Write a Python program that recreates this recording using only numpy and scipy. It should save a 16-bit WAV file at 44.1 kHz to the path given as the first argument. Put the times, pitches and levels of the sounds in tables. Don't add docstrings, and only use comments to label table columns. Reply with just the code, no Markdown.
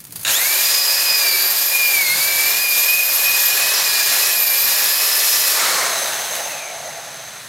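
import sys
import numpy as np
from scipy import signal
from scipy.fft import rfft, irfft
from scipy.io import wavfile

SR = 44100
rng = np.random.default_rng(int(sys.argv[2]) if len(sys.argv) > 2 else 0)


def file_out(sig):
    cols = np.atleast_2d(sig).T
    lim = np.clip(cols, -1, 1)
    pcm = np.round(lim * 32767).astype(np.int16)
    wavfile.write(sys.argv[1], SR, pcm)


N = 330115
TIME = np.arange(N) / SR
TRIGGER_S, RELEASE_S = 0.248, 5.64
PLANET_ORDER = 18 / 13


def gain_of(db):
    return 10 ** (np.asarray(db) / 20)


def unit_rms(x):
    return x / np.sqrt(np.mean(x ** 2) + 1e-20)


def curve(rows):
    return np.interp(TIME, *np.transpose(rows))


def bell(x, centre, sigma):
    return np.exp(-.5 * ((x - centre) / sigma) ** 2)


def envelope(start_s, attack_s, hold_until_s, db, fall_db, bend):
    attack = np.clip((TIME - start_s) / attack_s, 0, 1)
    return attack * gain_of(db - fall_db * np.maximum(TIME - hold_until_s, 0) ** bend)


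def filtered(x, points):
    f, db = np.transpose(points)
    hz = np.fft.rfftfreq(N, 1 / SR)
    response = gain_of(np.interp(np.log(hz + 1), np.log(f), db)) * np.minimum(hz / f[0], 1) ** 2
    return irfft(rfft(x) * response, N)


def coloured(x, points):
    return unit_rms(filtered(x, points))


def bandpass(x, low_hz, high_hz):
    return signal.sosfilt(signal.butter(2, [low_hz, high_hz], "band", fs=SR, output="sos"), x)


def ring(x, modes):
    out = np.zeros(N)
    for hz, width_hz, db in modes:
        r = np.exp(-np.pi * abs(width_hz) / SR)
        pole = r * np.exp(2j * np.pi * hz / SR)
        out += gain_of(db) * np.sqrt(2 * (1 - r * r)) * signal.lfilter([1], [1, -pole], x).real
    return out


def wander(hz):
    f = np.fft.rfftfreq(N, 1 / SR)
    return unit_rms(irfft(rfft(rng.standard_normal(N)) / (1 + (f / hz) ** 4), N))


def smear(hz):
    return wander(hz) + 1j * wander(hz)


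def grit(per_s, spread_db, share):
    size = gain_of(spread_db * np.minimum(rng.exponential(1, N), 4)) * rng.choice([-1, 1], N)
    impacts = unit_rms(size * (rng.random(N) < per_s / SR))
    return np.sqrt(share) * impacts + np.sqrt(1 - share) * rng.standard_normal(N)


def running():
    return np.interp(TIME, [TRIGGER_S, .28, 5.52, 5.66, 5.95], [0.01, 0.98, 0.95, 0.73, 0.0021])


def room_rumble(trim_db=4, sway_db=2.0):
    # (time [s], level [dB])
    levels = [(0.2, -47), (.6, -59), (1.9, -55.5), (2.2, -47.5), (2.45, -50), (2.7, -56.5), (6, -56.5),
              (7.1, -52)]
    # (frequency [Hz], density [dB])
    spectrum = [(20, -20), (40, -12), (56, -9), (75, -7.5), (115, 0.5), (155, 5.5), (220, -3.5), (400, -14),
                (1000, -20), (4000, -19), (16000, -16.5)]
    gain = gain_of(trim_db + curve(levels) + sway_db * wander(hz=6.4))
    return gain * coloured(rng.standard_normal(N), spectrum)


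def strikes(hits, modes, crack, snap, snap_s=0.0016):
    blows = np.zeros(N)
    for onset_s, db, t60_s in hits:
        age_s = np.maximum(TIME - onset_s, 0)
        decay = gain_of(db - 60 * age_s / t60_s) * (TIME >= onset_s)
        blows += decay * (1 + snap * np.exp(-age_s / snap_s))
    scrape = blows * rng.standard_normal(N)
    return ring(scrape, modes) + crack * np.diff(scrape, prepend=0)


def hone_ticks():
    # (time [s], relative level [dB], t60 [s])
    hits = [(.003, -30.5, .09), (.041, -30, .04), (0.051, -29, .04), (.069, -33, .06), (.108, -34, .04),
            (0.123, -24.5, 0.073), (0.156, -29, 0.048), (0.159, -22.5, 0.15), (0.194, -30, .2),
            (.211, -31, 0.21), (.232, -25, .08), (6.353, -20, 0.095)]
    # (frequency [Hz], width [Hz], level [dB])
    steel_modes = [(3700, 500, -26), (4800, 250, -11), (6800, 620, -11), (8900, 300, -9), (10530, 98, -2),
                   (12000, 3900, 3.5), (13800, 980, -11)]
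    return gain_of(-12.5) * strikes(hits, steel_modes, crack=0.16, snap=0.7)


def gear_clacks():
    # (time [s], relative level [dB], t60 [s])
    hits = [(.2495, -10.5, 0.034), (.259, -18, 0.033), (.268, -14, .025), (.277, -13, 0.12),
            (.292, -18.5, 0.17)]
    # (frequency [Hz], width [Hz], level [dB])
    gearbox_modes = [(1660, 220, -2), (2750, 430, -1.5), (3700, 280, 1), (6800, 320, -1),
                     (10500, 1800, -18)]
    return gain_of(-10) * strikes(hits, gearbox_modes, crack=0.1, snap=0.34)


def shudder(at_s=6.362, sigma_s=.015, lift_db=2):
    return gain_of(lift_db * bell(TIME, at_s, sigma_s))


def coast_ringing(uneven_db=2.0):
    # (frequency [Hz], width [Hz], level [dB])
    hollow_modes = [(606, 57, -5.5), (665, 33, 0), (730, 20, -3), (817, 30, -2)]
    thin_modes = [(6280, 58, -5), (6350, 160, -3)]
    hollow = coloured(ring(rng.standard_normal(N), hollow_modes), [(480, 1.5), (900, 0), (3000, -29)])
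    chatter = grit(per_s=2300, spread_db=0.5, share=0.28)
    thin = coloured(ring(chatter, thin_modes), [(5000, 6), (7000, -4), (14000, -15)])
    hollow *= envelope(5.7, .17, 5.87, db=-32, fall_db=5.2, bend=2.5)
    thin *= envelope(5.7, .17, 5.87, db=-30.5, fall_db=7.3, bend=1.46)
    return (hollow + thin) * gain_of(uneven_db * wander(hz=30)) * shudder()


def coast_rattle(settle_s=(6.5, 6.63), settle_db=-4, dull_hz=11000):
    # (frequency [Hz], density [dB])
    spectrum = [(150, -13.5), (500, -5.5), (1750, 3.5), (3200, -3), (4000, 2.5), (4900, -5), (6400, -2.5),
                (7300, -4.5), (7800, -1), (8800, -4.5), (10300, -2.5), (14000, -7.5), (16000, -13)]
    clatter = coloured(grit(per_s=3000, spread_db=2.0, share=0.52), spectrum)
    dull = unit_rms(signal.sosfilt(signal.butter(1, dull_hz, fs=SR, output="sos"), clatter))
    settled = np.interp(TIME, settle_s, [0, 1])
    rattle = (1 - settled) * clatter + settled * gain_of(settle_db) * dull
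    return envelope(5.5, .15, 6.08, db=-22.5, fall_db=7.9, bend=0.56) * shudder() * rattle


def bead_whoosh():
    # (frequency [Hz], density [dB])
    spectrum = [(100, -38), (250, -20), (420, -1), (600, 0.5), (900, 1.5), (1200, 8.5), (1600, 1),
                (2200, 4), (2900, -13), (4200, 0.5), (8000, -3.5), (16000, -29)]
    air = coloured(rng.standard_normal(N), spectrum)
    return envelope(5.47, .13, 5.87, db=-21.5, fall_db=39, bend=0.69) * air


def body_ring(strain_db):
    # (frequency [Hz], width [Hz], level [dB])
    modes = [(468, 160, -9), (1704, 45, -11), (2980, 250, -13), (5630, 60, -8.5), (7290, 40, 15),
             (8200, 50, -9)]
    shaking = bandpass(ring(rng.standard_normal(N), modes), 400, 9000)
    return gain_of(-37 + 0.55 * strain_db) * running() * unit_rms(shaking)


def port_rasp(strain_db):
    # (frequency [Hz], width [Hz], level [dB])
    modes = [(1100, 260, -10), (1600, 330, -5), (4120, 780, 3), (5950, 700, 0.5)]
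    drag = bandpass(grit(per_s=800, spread_db=1.0, share=0.19), 700, 6500)
    return gain_of(-32 + 1.86 * strain_db) * running() * unit_rms(ring(drag, modes))


def honing(turns, strain_db, inrush_s=0.037, uneven_db=1.12, lurch_db=0.69, planet_chop=0.056):
    # (frequency [Hz], density [dB])
    bead_spectrum = [(1500, -34), (2400, 1.5), (2900, -3), (3500, 3.5), (4300, 3.5), (4900, 2), (5500, 4),
                     (6000, 2), (6650, 6.5), (7000, 5), (7450, 2.5), (7850, 0.5), (8650, 4.5), (9800, -2.5),
                     (13000, -2.5)]
    gear_spectrum = [(60, -40), (130, -26), (280, -10), (400, -8), (550, 1.5), (800, 1), (1100, 0.5),
                     (1480, -1), (1720, 3.5), (2000, 2), (2350, 4), (2750, 1.5), (4000, -34), (9000, -50)]
    brush_spectrum = [(5000, -54), (8500, -21), (10000, -2), (11000, -1.5), (11900, 2.5), (12600, -0.5),
                      (13200, -1), (13900, 0), (14900, -22), (15500, -17), (16000, -11)]
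    # (time [s], relative level [dB])
    brush_levels = [(.26, -34), (.32, -26), (.6, -25), (.68, -27.5), (2.3, -27.5), (3.5, -27.5),
                    (4.7, -26.5), (5.3, -23.5), (5.5, -24), (5.62, -31.5)]
    inrush = np.exp(-np.maximum(TIME - TRIGGER_S, 0) / inrush_s)
    scrub_db = -21 + 0.41 * strain_db + 4 * inrush + uneven_db * wander(hz=5.8)
    growl_db = -29.5 + 0.34 * strain_db + 11 * inrush + uneven_db * wander(hz=10.5)
    fizz_db = 5 + curve(brush_levels) + 0.92 * wander(hz=14)
    scrub = gain_of(scrub_db) * coloured(grit(per_s=4500, spread_db=3.5, share=0.36), bead_spectrum)
    fizz = gain_of(fizz_db) * coloured(grit(per_s=4000, spread_db=0.0, share=0.3), brush_spectrum)
    growl = gain_of(growl_db) * coloured(grit(per_s=2000, spread_db=3.5, share=0.14), gear_spectrum)
    hiss = (scrub + fizz) * (1 + planet_chop * np.cos(2 * np.pi * PLANET_ORDER * turns))
    return (hiss + growl) * gain_of(lurch_db * wander(hz=40)) * running()


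def shaft_speed_hz(kick=0.16, spin_up_s=0.108, coast_s=1.68, friction_hz=70.8):
    # (time [s], loaded speed [Hz])
    loaded_speed = [(0.77, 415), (0.9, 411.5), (1.01, 417), (1.18, 412), (1.26, 393), (1.38, 384),
                    (1.58, 403), (1.78, 407), (1.93, 396), (2.09, 352), (2.27, 385), (2.41, 384),
                    (2.61, 411), (2.77, 401), (2.95, 417), (3.15, 409.5), (3.27, 415), (3.52, 408),
                    (3.76, 428), (3.92, 405), (4.05, 402), (4.27, 425), (4.42, 402), (4.52, 394),
                    (4.69, 410), (4.89, 411.5), (5.0, 422), (5.28, 429), (5.6, 421)]
    run_up = 1 - (1 - kick) * np.exp(-np.maximum(TIME - TRIGGER_S, 0) / spin_up_s)
    run_down = np.exp(-np.maximum(TIME - RELEASE_S, 0) / coast_s)
    return (curve(loaded_speed) * run_up + friction_hz) * run_down - friction_hz


def housing_db(hz):
    # (frequency [Hz], sigma [Hz], lift [dB])
    resonances = [(390, 6.4, 5.5), (12040, 590, 13.5), (13950, 620, 17)]
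    return sum(db * bell(hz, centre_hz, sigma_hz) for centre_hz, sigma_hz, db in resonances)


def spin_up_surge(turns, roughness=0.32):
    orders = [12, 18, 24]
    # (time [s], sigma [s], level [dB])
    swells = [(0.361, 0.027, -20.5), (.46, .04, -28), (0.363, .032, -22)]
    tones = sum(gain_of(db) * bell(TIME, at_s, sigma_s) * np.sin(2 * np.pi * order * turns)
                for order, (at_s, sigma_s, db) in zip(orders, swells))
    return tones * np.sqrt(2) * unit_rms(1 + roughness * wander(hz=160)) * running()


def shaft_tone(turns, order, sway):
    return np.sqrt(2) * (sway * np.exp(2j * np.pi * order * turns)).real


def gear_tones(turns, shaft_hz, strain_db):
    orders = [1, 1.385, 2.77, 4.155, 4.615, 6.31, 7, 7.385, 10, 10.615, 11, 13, 13.385, 18, 24]
    levels_db = [-55.5, -55, -52, -42.5, -44.5, -48, -47, -49, -43, -47, -43, -42, -39, -42.5, -41.5]
    out = np.zeros(N)
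    for order, db in zip(orders, levels_db):
        fray = unit_rms(1 + wander(hz=24.4) + 2j * wander(hz=40.5))
        out += gain_of(db + strain_db + housing_db(order * shaft_hz)) * shaft_tone(turns, order, fray)
    return out * running()


def slot_whine(turns, shaft_hz, flutter_db=2.5, grip_db=1.72, sixth_db=-45, fall_db_per_s=10):
    orders = [6, 12, 30, 36]
    # (time [s], base level [dB])
    first = [(.25, -45), (.4, -24.5), (.75, -33), (1.3, -27), (1.62, -33), (1.8, -21), (2.85, -24),
             (3.02, -18), (3.14, -28), (3.3, -20), (3.45, -27.5), (4.0, -27.5), (4.85, -33.5), (5.6, -36)]
    second = [(.45, -38), (.68, -22.5), (1.2, -23), (1.6, -30.5), (3.3, -32.5), (4.02, -26), (4.2, -31),
              (4.7, -32), (5.35, -24.5), (5.65, -34), (6.25, -36), (6.6, -28.5), (7.0, -38)]
    fifth = [(.6, -46), (1.1, -44.5), (1.45, -38.5), (2.4, -44), (3.0, -36.5), (3.5, -36), (3.9, -52),
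             (4.4, -36), (4.9, -41), (5.5, -48)]
    slack_changes = [-15, 4, -7, -12]
    # (lower [dB], upper [dB])
    sidebands = [(-35, -21), (-17, -30), (-9.5, -9.5), (-6, -16)]
    levels = [curve(first), curve(second), curve(fifth), sixth_db]
    out, driven = np.zeros(N), running()
    planet = np.exp(2j * np.pi * PLANET_ORDER * turns)
    fade_db = fall_db_per_s * np.maximum(TIME - RELEASE_S, 0)
    for order, base_db, slack_db, (lower_db, upper_db) in zip(orders, levels, slack_changes, sidebands):
        db = base_db + driven * housing_db(order * shaft_hz) + (1 - driven) * slack_db - fade_db
        db += grip_db * wander(hz=8)
        flutter = unit_rms(gain_of(flutter_db * wander(hz=34.5))) + 0.33 * smear(hz=70)
        skirt = 0.093 * order / 6 * smear(hz=450)
        whirr = 0.41 * smear(hz=130)
        sway = driven * (flutter + skirt) + (1 - driven) * whirr
        shake = (gain_of(lower_db) / planet + gain_of(upper_db) * planet) * (1 + .5 * wander(hz=12))
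        out += gain_of(db) * shaft_tone(turns, order, sway * (1 + shake))
    return out


def workshop(x, wet_db=-13, side_db=-21.0, t60_s=0.29, echoes_per_s=2000):
    # (frequency [Hz], side gain [dB])
    width = [(20, -1), (100, -7), (400, -5.5), (700, 3.5), (1400, 0), (3000, -0.5), (5500, 3.5),
             (9000, -0.5), (13000, -10.5)]
    t = np.arange(SR // 3) / SR
    taps = rng.standard_normal((2, len(t))) * (rng.random((2, len(t))) < echoes_per_s / SR)
    taps *= (t > .003) * gain_of(-60 * t / t60_s)
    tail, side = (signal.fftconvolve(x, h / np.linalg.norm(h))[:N] for h in taps)
    mid = x + gain_of(wet_db) * tail
    side = gain_of(side_db) * filtered(side, width)
    return np.array([mid + side, mid - side]) * gain_of([[-.1], [.1]])


def scene(jitter=0.00123, slack_jitter=0.0061):
    # (time [s], strain [dB])
    strain = [(.3, -1), (.6, 0.5), (1.05, 0), (1.4, 1), (1.65, -3), (2.3, -1), (2.55, 2), (2.68, -6.5),
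              (2.85, -1), (3.02, -4.5), (3.2, -0.5), (3.55, 2.5), (3.78, 4.5), (3.96, 1.5), (4.19, 4),
              (4.44, -2), (4.68, 2), (5.05, 1.5), (5.55, 2.5)]
    shaft_hz, strain_db = shaft_speed_hz(), curve(strain)
    tremble = jitter * wander(hz=29.5) + slack_jitter * (1 - running()) * wander(hz=118)
    turns = np.cumsum(shaft_hz * (1 + tremble)) / SR
    fade_in = np.sqrt(np.clip((TIME - .25) / .2, 0, 1))
    motor = fade_in * (slot_whine(turns, shaft_hz) + gear_tones(turns, shaft_hz, strain_db))
    drill = motor + spin_up_surge(turns) + body_ring(strain_db)
    coasting = coast_rattle() + bead_whoosh() + coast_ringing()
    hone = honing(turns, strain_db) + port_rasp(strain_db)
    return workshop(drill + coasting + hone + hone_ticks() + gear_clacks() + room_rumble())


def record(dry, edge_hz=15850):
    lowpass = signal.firwin(401, edge_hz, window=("kaiser", 9), fs=SR)
    return signal.oaconvolve(dry, lowpass[None], "same", axes=1)


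dry = scene()
out = record(dry)
file_out(out)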